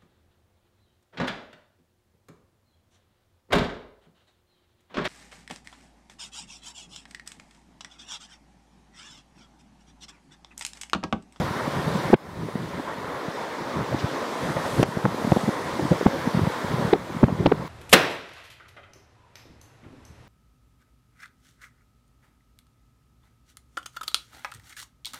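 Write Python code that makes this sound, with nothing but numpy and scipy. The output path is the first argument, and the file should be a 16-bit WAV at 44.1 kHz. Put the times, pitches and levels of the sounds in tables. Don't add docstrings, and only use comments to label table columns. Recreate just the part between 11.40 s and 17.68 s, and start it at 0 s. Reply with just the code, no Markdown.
import sys
import numpy as np
from scipy import signal
from scipy.fft import rfft, irfft, next_fast_len
from scipy.io import wavfile
from scipy.ndimage import uniform_filter1d, minimum_filter1d, map_coordinates

SR = 44100
rng = np.random.default_rng(int(sys.argv[2]) if len(sys.argv) > 2 else 0)


def decibels_to_gain(level_db):
    exponent = np.asarray(level_db, float) / 20
    return 10 ** exponent


def generate_wav(signal):
    frames = np.transpose(np.atleast_2d(signal))
    scaled = np.clip(frames, -1, 1) * 32767
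    pcm = np.round(scaled).astype(np.int16)
    wavfile.write(sys.argv[1], SR, pcm)


N = 276948


def unit(x):
    return x / np.sqrt(np.mean(x ** 2) + 1e-20)


def along(points, hz):
    f, v = np.transpose(points)
    return np.interp(np.log(hz + 1), np.log(f + 1), v)


def wobble(rate):
    return map_coordinates(rng.standard_normal(400), [np.arange(N) * rate / SR])


def rush(spectrum, patchy_db, humps=()):
    z = signal.stft(rng.standard_normal(N), nperseg=512)[2]
    field = uniform_filter1d(rng.standard_normal(z.shape), size=5, axis=0)
    field = uniform_filter1d(field, size=10, axis=1)
    x = signal.istft(z * decibels_to_gain(patchy_db * unit(field)), nperseg=512)[1][:N]
    m = next_fast_len(N + 8192)
    hz = np.fft.rfftfreq(m, 1 / SR)
    lift = sum(db / (1 + (2 * (hz - centre) / width) ** 2) for centre, width, db in humps)
    return unit(irfft(rfft(x, m) * decibels_to_gain(along(spectrum, hz) + lift), m)[:N])


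def self_noise():
    # (frequency [Hz], level [dB per Hz])
    amplifier_spectrum = [(1000, -20), (4000, -10), (9000, -4), (16000, -6)]
    return decibels_to_gain(-69) * rush(amplifier_spectrum, patchy_db=3.0)


def gear_whine():
    # (frequency [Hz], peak level [dB])
    gear_tones = [
        (3455, -75),
        (3626, -71),
    ]
    t = np.arange(N) / SR
    return sum(decibels_to_gain(db + 2 * wobble(5)) * np.sin(2 * np.pi * hz * t + 3 * wobble(23))
               for hz, db in gear_tones)


def track_rush(stream_db, flutter):
    # (frequency [Hz], level [dB per Hz])
    track_spectrum = [(600, -60), (1500, -8), (2400, -1.5), (2900, -0.5), (3500, 2), (4500, -3), (6000, -9),
                      (9000, -28.5), (14000, -69)]
    level_db = -43.5 + 0.4 * stream_db + 0.067 * flutter + 0.71 * wobble(15)
    return decibels_to_gain(level_db) * rush(track_spectrum, patchy_db=0.9)


def wheel_roar(stream_db, lumps, flutter):
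    # (frequency [Hz], level [dB per Hz])
    roar_spectrum = [(40, -72), (100, -29.5), (250, -3.5), (400, -5.5), (800, -8), (1300, -9.5),
                     (2200, -16), (2700, -28.5), (4000, -75), (8000, -94)]
    # (frequency [Hz], width [Hz], lift [dB])
    rail_modes = [
        (528, 170, 4.5),
        (994, 264, 5.5),
        (1866, 160, 2.5),
    ]
    level_db = -29.5 + 0.22 * stream_db + 0.64 * lumps + 0.1 * flutter
    return decibels_to_gain(level_db) * rush(roar_spectrum, patchy_db=1.5, humps=rail_modes)


def slipstream_hiss(hiss_db, flutter):
    # (frequency [Hz], level [dB per Hz])
    hiss_spectrum = [(3000, -3), (5000, 2), (6500, 0), (8500, -2), (10500, -7), (13000, -13), (16000, -29)]
    level_db = hiss_db + 0.075 * flutter + 0.099 * wobble(19)
    return decibels_to_gain(level_db) * rush(hiss_spectrum, patchy_db=1.25)


def port_air(stream_db):
    # (frequency [Hz], level [dB per Hz])
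    port_spectrum = [(7000, -24), (10000, 2), (12500, -0.5), (14000, 1), (15000, -2), (16000, -7)]
    return decibels_to_gain(-56.6 + 0.64 * stream_db) * rush(port_spectrum, patchy_db=1.0)


def buffeting(buffet_db, lumps):
    # (frequency [Hz], level [dB per Hz])
    buffet_spectrum = [(20, -23), (40, -10), (70, -4.5), (110, 2), (160, 5), (250, -4.5), (400, -6),
                       (800, -38.5), (2500, -84)]
    gusty = decibels_to_gain(4.2 * lumps + 5.9 * wobble(6.2)) * rush(buffet_spectrum, patchy_db=1.75)
    return decibels_to_gain(buffet_db) * unit(gusty)


def running():
    # (time [s], turbulence on the port [dB], slipstream strength [dB])
    wind_course = [(0, -32, -48), (.2, -38.5, -49), (.5, -28, -47.5), (.8, -34.5, -48),
                   (1.05, -26.5, -45.5), (1.5, -40.5, -50.5), (2.2, -37.5, -52), (2.8, -33.5, -49),
                   (3.14, -40, -48), (3.41, -23.5, -44), (3.67, -32, -47.5), (3.93, -20.5, -43),
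                   (4.19, -39.5, -47.5), (4.45, -24, -46), (4.72, -36, -47), (4.98, -32.5, -47.5),
                   (5.5, -26.5, -48), (6.29, -25, -49.5)]
    s, *columns = np.transpose(wind_course)
    t = np.arange(N) / SR
    buffet_db, hiss_db = (np.interp(t, s, column) for column in columns)
    stream_db = hiss_db - hiss_db.mean()
    lumps, flutter = wobble(28), wobble(12)
    air = gear_whine() + track_rush(stream_db, flutter)
    air += wheel_roar(stream_db, lumps, flutter)
    air += slipstream_hiss(hiss_db, flutter) + port_air(stream_db)
    return air + buffeting(buffet_db, lumps)


def frame_echo(x):
    # (time [s], extra path [mm], depth [dB])
    frame_path = [(0, 48, 1), (.9, 51, 1.5), (1.65, 69, 3), (1.9, 26, 2.5), (2.75, 31, 1.5), (3.1, 19.4, 3),
                  (3.8, 16, 0.5), (4.1, 21.5, 2), (4.45, 28, 2), (4.7, 35, 2), (5.2, 59, 2), (5.65, 68, 3),
                  (6.28, 70, .6)]
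    echo_above_hz, blur_turns = 6000, 1.56
    hz, t, z = signal.stft(x, SR, nperseg=512)
    s, mm, depth_db = np.transpose(frame_path)
    turns = np.outer(hz, np.interp(t, s, mm) / 343000)
    ripple = -np.cos(2 * np.pi * turns) * np.exp(-(turns / blur_turns) ** 4)
    ripple /= 1 + (echo_above_hz / (hz[:, None] + 1)) ** 4
    return signal.istft(z * decibels_to_gain(np.interp(t, s, depth_db) * ripple), SR, nperseg=512)[1][:N]


def gain_control():
    # (time [s], drop [dB])
    gain_drops = [
        (0.746, 14.5),
        (3.433, 5),
        (4.667, 0.5),
        (5.536, 6.5),
        (5.842, 3.5),
        (6.064, 2),
        (6.122, 1.5),
    ]
    t, db = np.arange(N) / SR, np.zeros(N)
    for s, drop_db in gain_drops:
        since = np.clip(t - s, 0, None)
        attack = 1 - np.exp(-since / 0.0077)
        release = 0.19 * np.exp(-since / 0.0097) + 0.4 * np.exp(-since / 0.23) + 0.84 * np.exp(-since / 0.8)
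        db -= drop_db * attack * release
    return decibels_to_gain(db)


def crackles():
    # (centre time [s], peak level [dB], top frequency [Hz], length [ms])
    torn_flow = [(.7425, -16, 3150, 4.8), (.741, -19, 1400, 6.8), (2.6, -29.5, 6000, 23),
                 (3.43, -11, 2900, 1.1), (3.4295, -20, 12500, 0.62), (3.432, -22, 6540, 4.2),
                 (3.4372, -23, 3800, 1.2), (3.654, -19, 2280, 2.8), (3.9205, -26, 5000, 1.6),
                 (3.92, -12, 1300, 1.6), (4.666, -15, 2100, 4.3), (5.534, -11, 2800, 3.6),
                 (5.535, -9.5, 3940, 2), (5.772, -24, 1300, 1.6), (5.842, -23, 2800, 1.6),
                 (6.0607, -11.5, 3030, 1.8), (6.063, -16.5, 6860, 1.9), (6.0675, -16.5, 4150, 1.1),
                 (6.1212, -26.5, 3780, 2.3)]
    air, t = np.zeros(N + SR), np.arange(-1024, 1024) / SR
    hz = np.fft.rfftfreq(len(t), 1 / SR)
    for s, db, top_hz, ms in torn_flow:
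        burst = rng.standard_normal(len(t)) * np.exp(-2.8 * (t * 1000 / ms) ** 2)
        colour = (hz / top_hz) ** .5 / (1 + (hz / top_hz) ** 8)
        burst = irfft(rfft(burst) * colour)
        start = round((s + t[0]) * SR)
        air[start:][:len(t)] += decibels_to_gain(db) * burst / np.abs(burst).max()
    return air[:N]


def shed():
    # (first time [s], eddies [count], gap [s], peak level [dB], swing frequency [Hz])
    eddy_trains = [(1.212, 2, 0.033, -29, 210), (3.746, 2, .041, -17, 313), (4.612, 2, 0.017, -17.5, 295),
                   (4.964, 2, .011, -15.5, 220), (5.0181, 2, .019, -16, 143), (5.1862, 2, 0.062, -31, 181),
                   (5.3983, 4, 0.027, -19.5, 204), (5.5459, 3, .007, -17, 388),
                   (5.7053, 2, 0.021, -26, 310), (5.8932, 2, .008, -22.5, 590),
                   (5.9041, 3, 0.024, -22.5, 154), (6.1376, 4, 0.02, -25.5, 168),
                   (.048, 2, 0.064, -25, 168), (0.166, 2, 0.12, -28, 190), (3.5474, 2, .041, -26, 305),
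                   (5.7495, 2, .018, -22.5, 202)]
    cycles, pitch_scatter, scatter_db = 1.41, 0.13, 3.5
    rows = np.array([(s + k * gap, db, hz, cycles)
                     for s, count, gap, db, hz in eddy_trains for k in range(round(count))])
    size, pitch = rng.standard_normal((len(rows), 2)).T
    rows[:, 1] += scatter_db * size
    rows[:, 2] *= np.exp(pitch_scatter * pitch)
    return rows


def swings(s, db, hz, cycles, phase):
    k = np.arange(-2048, 2048)
    u = k / SR * hz[:, None]
    bell = np.exp(-4 * np.log(2) * (u / cycles[:, None]) ** 2)
    wave = decibels_to_gain(db)[:, None] * bell * np.cos(2 * np.pi * u + phase[:, None])
    wave -= bell * wave.sum(1, keepdims=True) / bell.sum(1, keepdims=True)
    at = np.clip(np.round(s * SR).astype(int)[:, None] + k, 0, N)
    return np.bincount(at.ravel(), wave.ravel(), N + 1)[:N]


def eddies():
    # (centre time [s], peak level [dB], swing frequency [Hz], length [cycles])
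    slams = [(.7329, -2.5, 285, 1), (.737, -7.5, 212, 2.54), (.7385, -6, 340, 2.86),
             (3.3972, -8.5, 140, 1.15), (3.43, -11, 217, 0.82), (3.651, -15, 161, 2.07),
             (3.66, -9.5, 209, 1.3), (3.923, -8, 169, 1.54), (3.9212, -14, 352, 0.85),
             (3.965, -12, 400, 1.5), (3.9703, -7, 201, 0.97), (4.518, -6, 169, 1.7),
             (4.662, -11, 370, 1.77), (4.664, -6, 201, 1.8), (4.665, -6.5, 286, 1.82),
             (4.681, -19.5, 178, 2.14), (5.5326, -1, 382, 1.75), (5.833, -5.5, 267, 1.46),
             (5.839, -4.5, 221, 2.55), (5.84, -10.5, 143, 1.65), (6.059, -9.5, 262, 0.79),
             (6.0733, -13, 180, 1.73), (6.1213, -6.5, 432, 2.65)]
    snaps = [(.7328, -6, 855, 2.25), (0.7396, -13.5, 1520, 3.3), (1.0878, -22.5, 400, 1),
             (2.5286, -20.4, 526, 2.2), (3.167, -17, 800, 1), (3.171, -16, 555, 3.3),
             (3.431, -3, 560, 1.18), (3.4376, -12.5, 587, 0.99), (3.6543, -9, 1250, 1.3),
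             (3.6581, -6, 433, 1.2), (3.846, -20, 636, 1.4), (3.921, -5, 656, 1.35),
             (3.964, -14, 520, 1.96), (4.397, -18.5, 750, 1.3), (4.528, -17.5, 540, 5.4),
             (4.613, -16, 523, 2.1), (4.6667, -6, 800, 2.4), (5.0692, -18, 820, 1.6),
             (5.104, -22.5, 486, 2.3), (5.385, -20, 428, 1), (5.5384, -13, 760, 4.4), (5.834, -23, 900, 1),
             (5.8396, -6.5, 1280, 1.06), (5.8848, -17, 855, 0.94), (6.0629, -11, 2820, 3.9),
             (6.064, 15, 730, 0.81), (6.067, -18, 510, 1.9), (6.118, -13, 608, 0.71)]
    thumps = [(.2794, -16.5, 256, 1.3), (0.48, -18.5, 205, 1.7), (0.5586, -17, 184, 2.05),
              (0.7035, -14, 320, 1.2), (.752, -23, 194, 1.4), (1.1587, -18, 198, 1.6), (1.4, -19, 273, 1.4),
              (1.586, -26, 198, 1.16), (1.8851, -20.5, 190, 1.04), (2.535, -22, 131, 2.9),
              (2.5467, -17.5, 306, 2.2), (2.6438, -16, 147, 1.33), (3.1713, -21.5, 136, 1.7),
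              (3.4898, -22, 188, 0.89), (3.5736, -13.5, 186, 1), (3.6806, -23, 168, 2.3),
              (3.851, -15.5, 206, 1.5), (3.8765, -16, 238, 2.1), (4.039, -20, 190, 1.9),
              (4.082, -13.5, 220, 1.9), (4.0912, -13, 255, 0.92), (4.3972, -14, 318, 1.9),
              (4.4543, -18, 269, 2), (4.8747, -13.5, 230, 1.97), (4.949, -13, 184, 1.8),
              (4.9949, -13, 280, 1.25), (5.075, -15, 177, 1.8), (5.3428, -19, 171, 1.75),
              (5.883, -20, 282, 2.7), (6.0045, -17, 167, 2)]
    fragment_db = [
        -10.5,
        -16,
        -13.5,
        -18.5,
    ]
    stiff_hz, stiff_db = 630, 14

    kinds = [slams, snaps, thumps, shed()]
    s, db, hz, cycles = np.vstack(kinds).T
    breakup_db = np.repeat(fragment_db, [len(kind) for kind in kinds])
    breakup_db = breakup_db - stiff_db * np.clip(np.log2(hz / stiff_hz), 0, None)
    luck = rng.random((len(s), 11))
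    air = swings(s, db, hz, cycles, 2 * np.pi * luck[:, 0])
    air += swings(s + 0.25 * cycles / hz, db - 10, hz * 0.65, 0.88 * cycles, 2 * np.pi * luck[:, 1])
    for step, (ratio, offset_db) in enumerate([(1.6, 5.3), (2.4, 8.1), (3.4, 2.5)]):
        shift, spread, phase = luck[:, 2 + 3 * step:5 + 3 * step].T
        when = s + 0.847 * (shift - .5) * cycles / hz
        fragment_hz = hz * ratio * (0.89 + 0.28 * spread)
        air += swings(when, db + breakup_db + offset_db, fragment_hz, 0.93 + 0 * s, 2 * np.pi * phase)
    return air


def scene():
    air = gain_control() * frame_echo(running())
    air += crackles() + eddies()
    return (air + self_noise())[None]


def starve(x):
    # (centre time [s], length [s], lower edge [Hz])
    treble_holes = [
        (0.74, .008, 9400),
        (0.753, 0.015, 4000),
        (3.446, 0.015, 8400),
        (5.536, 0.0049, 6000),
        (6.065, 0.0065, 6100),
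    ]
    t, hz = np.arange(N) / SR, np.fft.rfftfreq(N, 1 / SR)
    spectrum = rfft(x)
    holes = 0
    for s, length, above_hz in treble_holes:
        holes = holes + np.exp(-(2 * (t - s) / length) ** 4) * irfft(spectrum * (hz > above_hz), N)
    return x - .96 * holes


def thin_out(x, size=1024):
    # (frequency [Hz], share [1])
    lost_share = [(1500, 0), (2600, .015), (4700, .02), (6900, .045), (9600, .085), (12000, .12),
                  (14000, .13), (15500, .2)]
    frame_offset = 105
    n, k = np.arange(2 * size), np.arange(size)
    window = np.sin(np.pi * (n + .5) / (2 * size)) * np.sqrt(2 / size)
    basis = window[:, None] * np.cos(np.pi / size * np.outer(n + .5 + size / 2, k + .5))
    lead = 2 * size - frame_offset
    halves = np.pad(x, (lead, 3 * size - (lead + N) % size)).reshape(-1, size)
    blocks = np.hstack([halves[:-1], halves[1:]])
    lines = blocks @ basis
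    power = uniform_filter1d(lines ** 2, size=2, axis=0)
    nearby = uniform_filter1d(power, size=9, axis=1)
    strength = np.abs(nearby / (uniform_filter1d(power, size=101, axis=1) + 1e-20))
    strength[np.abs(blocks).max(1) > .3] = np.inf
    rank = strength.argsort(0).argsort(0) / len(lines)
    kept = rank >= along(lost_share, (k + .5) * SR / 2 / size)
    frames = (lines * kept) @ basis.T
    return (frames[1:, :size] + frames[:-1, size:]).ravel()[lead - size:][:N]


def roll_off(x):
    return signal.sosfilt(signal.butter(12, 15780, fs=SR, output="sos"), x)


def record(dry):
    low_cut_hz, top_hz, ceiling = 50, 15780, .705
    dry = signal.sosfilt(signal.butter(2, low_cut_hz, "high", fs=SR, output="sos"), dry)
    need = np.minimum(1, ceiling / (np.abs(dry) + 1e-9))
    held = dry * uniform_filter1d(minimum_filter1d(need, size=61), size=31)
    held = irfft(rfft(held) * (np.fft.rfftfreq(N, 1 / SR) < top_hz), N)
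    mix = thin_out(starve(held)[0])[None]
    return roll_off(mix)


dry = scene()
out = record(dry)
generate_wav(out)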